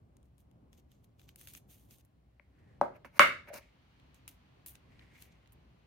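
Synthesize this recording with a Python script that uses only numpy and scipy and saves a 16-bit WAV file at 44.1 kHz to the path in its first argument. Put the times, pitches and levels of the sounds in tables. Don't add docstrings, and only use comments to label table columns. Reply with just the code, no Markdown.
import sys
import numpy as np
from scipy import signal
from scipy.io import wavfile

SR = 44100
rng = np.random.default_rng(int(sys.argv[2]) if len(sys.argv) > 2 else 0)


def pcm_store(signal):
    levels = np.round(np.clip(np.atleast_2d(signal), -1, 1) * 32767)
    wavfile.write(sys.argv[1], SR, levels.astype(np.int16).T)


N = 258426
T = np.arange(N) / SR

RUSTLE_MID = [(6300, 1200)]
RUSTLE_HIGH = [(9300, 1400), (11600, 3600), (14500, 2500)]


def amp(db):
    return 10 ** (np.asarray(db) / 20)


def rms_one(x):
    return x / np.sqrt(np.mean(x ** 2) + 1e-20)


def peak_one(x):
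    return x / np.abs(x).max()


def at_hz(points, hz, column=1):
    points = np.array(points)
    return np.interp(np.log(hz), np.log(points[:, 0]), points[:, column])


def drift(rate_hz):
    step = 40
    r = np.exp(-2 * np.pi * rate_hz * step / SR)
    noise = rng.standard_normal(N // step + 2002)
    slow = signal.lfilter([1], [1, -2 * r, r * r], noise)[2000:]
    return np.interp(np.arange(N) / step, np.arange(len(slow)), rms_one(slow))


def bands(low_hz=25, count=19):
    edges = np.minimum(low_hz * 2 ** (np.arange(count + 1) / 2), .45 * SR)
    return [(np.sqrt(a * b), signal.butter(2, [a, b], "band", fs=SR, output="sos"))
            for a, b in zip(edges, edges[1:])]


def pair(noises, hz):
    likeness = [(60, 0.87), (180, 1), (350, 0.33), (700, 0.07), (1650, 0.066), (5000, 0.017)]
    alike = np.clip(at_hz(likeness, hz), -1, 1)
    shared = np.sqrt(1 + alike) * noises[0]
    opposed = np.sqrt(1 - alike) * noises[1]
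    return shared + opposed * [[1], [-1]]


def resonate(x, peaks):
    out = 0
    for k, (hz, width_hz) in enumerate(peaks):
        r = np.exp(-np.pi * width_hz / SR)
        poles = [1, -2 * r * np.cos(2 * np.pi * hz / SR), r * r]
        out = out + (-1) ** k * signal.lfilter([1 - r * r, 0, r * r - 1], poles, x)
    return out


def grains(per_s, size_db):
    present = rng.random((3, N)) < per_s / SR
    sizes = amp(size_db * np.minimum(rng.exponential(1, (3, N)), 4))
    clicks = present * sizes * rng.standard_normal((3, N))
    return rms_one(clicks[:2] + 0.9 * clicks[2])


def strokes(rows, steepness=1):
    edge_db = 40
    s, rise_s, hold_s, fall_s, top_db = np.array(rows).T[:5, :, None]
    before = np.clip((s - T) / np.maximum(rise_s, 1e-3), 0, None)
    after = np.clip((T - s - hold_s) / np.maximum(fall_s, 1e-3), 0, None)
    return np.maximum(top_db - steepness * edge_db * (before + after), -160)


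def loudest(rows, steepness=1, share=False):
    return amp((strokes(rows, steepness) + share * np.array(rows)[:, 5:]).max(axis=0))


def place(out, sound, s, pan_db):
    i = round(s * SR)
    panned = sound * amp([[pan_db / 2], [-pan_db / 2]])
    return out + np.pad(panned, ((0, 0), (i, N)))[:, :N]


def background():
    # frequency in hertz, relative density in dB per hertz.
    rumble_shape = [(15, -60), (25, -46), (30, -7.5), (44, -2.5), (128, 0), (167, -6), (202, -4.5),
                    (317, -13.5), (516, -16.5), (1250, -31), (1600, -52), (2080, -59), (3520, -120)]
    hiss_shape = [(350, -31.5), (600, -17.5), (1040, -6.5), (1240, -10), (2540, -9), (4050, -15.5),
                  (8050, -34), (15100, -35.5), (16000, -28.5)]
    # time in seconds, rms level in dB.
    rumble_level = [(0, -64.5), (1.35, -63.5), (1.96, -66), (2.12, -69.5), (2.38, -70), (2.76, -60.5),
                    (3.77, -65), (5.14, -62), (5.86, -66.5)]
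    hiss_level = [(0, -88.5), (2.3, -86), (2.6, -82.5), (4, -72), (5.86, -75.5)]
    hum_hz, hum_width_hz, hum_db = 61.6, 5.7, -69
    right_lag_s = 0.0004
    white, rumble, hiss = rng.standard_normal((2, 2, N)), 0, 0
    together = drift(2.8)
    for k, (hz, sos) in enumerate(bands()):
        band = pair(signal.sosfilt(sos, white[k % 2]), hz)
        rumble = rumble + band * amp(at_hz(rumble_shape, hz) + 1.5 * together + 1.2 * drift(32))
        hiss = hiss + band * amp(at_hz(hiss_shape, hz))
    out = amp(np.interp(T, *np.transpose(rumble_level))) * rms_one(rumble)
    out = out + amp(np.interp(T, *np.transpose(hiss_level))) * rms_one(hiss)
    out = out + amp(hum_db) * rms_one(resonate(white[0, 1], [(hum_hz, hum_width_hz)]))
    return np.array([out[0], np.interp(T - right_lag_s, T, out[1])])


def rustle():
    # full from in seconds, rise in seconds, hold in seconds, fall in seconds,
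    # treble level in dB, low part in dB re treble.
    gestures = [(.24, 0.046, 0.026, 0.069, -91, -4), (.39, 0.028, 0.018, .07, -78, -8),
                (.73, 0.023, 0.02, .04, -79.5, 0.5), (.78, .05, 0.02, 0.024, -76.5, 0),
                (.914, .05, .004, 0.24, -84, 3.5), (1.044, .035, .003, 0.027, -73.5, -5.5),
                (1.192, 0.036, 0.067, .03, -79, 0), (1.288, 0.048, .003, 0.093, -75, 3.5),
                (1.39, 0.045, 0.064, 0.056, -62, -7.5), (1.474, .01, .035, .1, -60, -6),
                (1.536, 0.022, 0.043, 0.048, -59, -7.5), (1.698, .035, 0.023, 0.38, -64.5, -7.5),
                (1.916, 0.12, 0.025, 0.14, -67, -6.5), (1.99, 0.11, 0.021, .02, -77.5, -2.5),
                (2.05, .02, .003, 0.031, -76, -20), (4.146, .003, 0.0036, .1, -73.5, 0.5),
                (4.279, 0.0023, 0.0037, 0.1, -57.5, -5.5), (4.661, 0.0021, 0.029, .1, -51.5, -13.5),
                (4.753, 0.022, 0.0029, 0.045, -72, 2), (5.14, 0.018, .04, .05, -81.5, 2.5),
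                (5.21, 0.12, 0.029, 0.1, -66.5, -3.5), (5.324, 0.055, 0.0029, 0.031, -89.5, 13),
                (5.523, 0.0028, 0.0099, .02, -67.5, -19)]
    # start in seconds, treble peak in dB, low part in dB re that peak, pitch in hertz.
    ticks = [(.168, -56.5, -6, 7640), (.2294, -64, -0.5, 9000), (.255, -67, -6, 6410),
             (.381, -58, -4, 9800), (.404, -61, -9, 15000), (.513, -64.5, -2, 8550), (.73, -50, 2.5, 4970),
             (.9173, -54, -4.5, 11800), (1.044, -63, -3, 12400), (1.195, -54.5, 5.5, 7130),
             (1.216, -56, 1.5, 14300), (1.2904, -47, 1, 14500), (1.359, -42, -8, 11400),
             (1.4125, -41.5, -5.5, 11000), (1.4657, -55, -6.5, 11500), (1.4726, -36.5, -6, 11500),
             (1.485, -39, -12, 14600), (1.536, -39, -11, 12100), (1.55, -34.5, -3, 5560),
             (1.9091, -44.5, -7, 6290), (1.9844, -54, -9, 9980), (2.05, -56, -14, 10100),
             (3.541, -34.5, -10, 6640), (3.9983, -59.5, 7, 5074), (4.144, -53.5, -3, 8700),
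             (4.2781, -34, -7.5, 10100), (4.662, -29.5, -19, 13940), (4.6666, -42, -11, 10100),
             (4.684, -43, -15, 9700), (4.7541, -46.5, 2, 9000), (4.994, -55, 9.5, 4210),
             (5.2225, -40.5, -5, 11900), (5.459, -62, 4.5, 5110), (5.4744, -55, 1, 5740),
             (5.5223, -52, -7.5, 12900)]
    low_peaks = [(2600, 2800), (3300, 2890)]
    mid_db = -2
    tick_width_hz, tick_t60_s = 4100, .012
    tick_pan_db, tick_pan_spread_db = 3, 2.5
    fibres = grains(4000, size_db=1.5) * amp(1.2 * drift(60))
    lower = rms_one(resonate(fibres, low_peaks)) - amp(mid_db) * rms_one(resonate(fibres, RUSTLE_MID))
    treble = rms_one(resonate(fibres, RUSTLE_HIGH))
    out = loudest(gestures) * treble + loudest(gestures, share=True) * lower
    t = np.arange(round(.1 * SR)) / SR
    for s, peak_db, low_db, hz in ticks:
        burst = rng.standard_normal((2, len(t))) * amp(-60 * t / tick_t60_s)
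        snap = peak_one(resonate(burst, [(hz, tick_width_hz)]))
        snap = snap + amp(low_db) * peak_one(resonate(burst, low_peaks))
        pan_db = tick_pan_db + tick_pan_spread_db * rng.standard_normal()
        out = place(out, amp(peak_db) * snap, s, pan_db)
    return out


def room(x):
    # frequency in hertz, 60 dB decay time in seconds, relative level in dB.
    decays = [(149, 0.36, -3.5), (388, 0.39, -3), (1122.8, 0.15, -2.5), (1770, 0.37, -0.5),
              (2900, .28, -3.5), (4500, 0.36, 1), (8060, 0.28, 1), (14100, 0.21, -1.5)]
    t = np.arange(round(.7 * SR)) / SR
    white, echo = rng.standard_normal((2, 2, len(t))), 0
    for k, (hz, sos) in enumerate(bands(low_hz=84.0, count=16)):
        band = pair(signal.sosfilt(sos, white[k % 2]), hz)
        echo = echo + band * amp(at_hz(decays, hz, column=2) - 60 * t / at_hz(decays, hz))
    build_up = np.clip(t / 0.0065, 0, 1)
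    echo = echo * build_up / np.sqrt(0.0063 * SR)
    return signal.fftconvolve(x.mean(axis=0)[None], echo, axes=1)[:, :N]


def sleeve():
    # full from in seconds, rise in seconds, hold in seconds, fall in seconds,
    # level in dB, pitch in hertz.
    brushes = [(2.605, .5, 0.18, 0.034, -78.5, 1790), (3.62, 0.19, 0.011, .35, -68.5, 2220),
               (4.93, 0.3, 0.17, 0.49, -70, 2010), (5.157, .05, .02, 0.48, -65.5, 2160)]
    width_hz, flutter_db = 380, 2.5
    cloth = grains(12000, size_db=4.0) * amp(flutter_db * drift(11))
    out = 0
    for row, level_db in zip(brushes, strokes(brushes)):
        out = out + amp(level_db) * rms_one(resonate(cloth, [(row[5], width_hz)]))
    return out


def table(force):
    # mode frequency in hertz, relative level in dB.
    modes = [(140, -23), (205, -18), (260, -13), (350, -12), (580, -0.5), (950, -1), (1110, -2.5),
             (1390, -1.5), (1650, -1), (2220, 4), (2750, -1), (3400, -14.5)]
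    cycles = 22
    out = 0
    for k, (hz, level_db) in enumerate(modes):
        r, w = amp(-60 * hz / (cycles * SR)), 2 * np.pi * hz / SR
        gain = (-1) ** k * amp(level_db) * np.sin(w)
        out = out + signal.lfilter([0, gain], [1, -2 * r * np.cos(w), r * r], force + 1e-18)
    return out


def knocks():
    # start in seconds, stone peak in dB, stone pitch in hertz,
    # width in hertz of each of three cascaded resonances, table in dB re stone peak,
    # edge crack in dB re stone peak, left-right difference in dB, feed to the echo in dB re direct.
    touches = [(2.3967, -49, 2110, 800, -6.5, -40, 9.5, -16), (2.8132, -12, 797, 550, -9.5, -22, 2.5, -8.5),
               (2.8152, -27, 1210, 700, -8, -25.5, -4.5, -14),
               (3.047, -41.5, 1390, 1510, -2.5, -15.5, -10, -14.5),
               (3.1937, -10.5, 2324, 1865, -13.5, 0, -8, 0.5), (3.1951, -2, 1156, 570, -15, -39, 3, -5),
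               (3.195, -6, 2113, 1000, -17, -37, -7, -1.5), (3.475, -48, 1513, 1502, -11, -17, -4, 2.5),
               (3.503, -42, 600, 254, -39, -38, -2, 1)]
    crack_hz, direct_top_hz = 3040, 7500
    bright = signal.butter(2, crack_hz, "high", fs=SR, output="sos")
    close = signal.butter(2, direct_top_hz, fs=SR, output="sos")
    out, far = np.zeros((2, N)), np.zeros((2, N))
    t = np.arange(round(.25 * SR)) / SR
    click = 1. * (t == 0)
    for s, peak_db, hz, width_hz, table_db, crack_db, pan_db, echo_db in touches:
        stone = click
        for _ in range(3):
            stone = resonate(stone, [(hz, width_hz)])
        force = signal.sosfilt(signal.butter(4, hz, fs=SR, output="sos"), click)
        crack = amp(crack_db) * signal.sosfilt(bright, click)
        sound = peak_one(stone) + amp(table_db) * peak_one(table(force)) + crack
        burst = 0.74 * rng.standard_normal((2, len(t))) * amp(-60 * t / 0.0094)
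        direct = signal.sosfilt(close, sound + amp(crack_db) * signal.sosfilt(bright, burst))
        out = place(out, amp(peak_db) * direct, s, pan_db)
        far = place(far, amp(peak_db + echo_db) * sound, s, 0)
    return out, far


def slides():
    # full from in seconds, rise in seconds, hold in seconds, fall in seconds,
    # table level in dB, paper hiss in dB re table.
    drags = [(2.964, 0.064, 0.0019, 0.032, -56, -19), (3.05, .003, .002, .08, -50.5, -14),
             (3.172, .09, .012, .004, -53.5, -7.5), (3.488, 0.056, 0.0034, 0.031, -50, -15),
             (3.536, 0.022, 0.044, 0.064, -49.5, -4.5)]
    hiss_low = [(4200, 1500)]
    body = loudest(drags) * rms_one(table(grains(2500, size_db=1.5)))
    hiss = rms_one(resonate(grains(8000, size_db=1.0), hiss_low + RUSTLE_MID + RUSTLE_HIGH))
    return body + loudest(drags, steepness=1.3, share=True) * hiss


def scene():
    near = slides() + rustle() + sleeve()
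    blows, far = knocks()
    return blows + near + room(far + amp(-23.5) * near) + background()


def record(dry):
    self_noise_db, low_hz, cutoff_hz = -92, 47.5, 16650
    noisy = dry + amp(self_noise_db) * rng.standard_normal((2, N))
    noisy = signal.sosfilt(signal.butter(4, low_hz, "high", fs=SR, output="sos"), noisy)
    rounded = 1.2 * np.tanh(noisy / 1.2)
    return signal.sosfilt(signal.cheby2(18, 70, cutoff_hz, fs=SR, output="sos"), rounded)


dry = scene()
out = record(dry)
pcm_store(out)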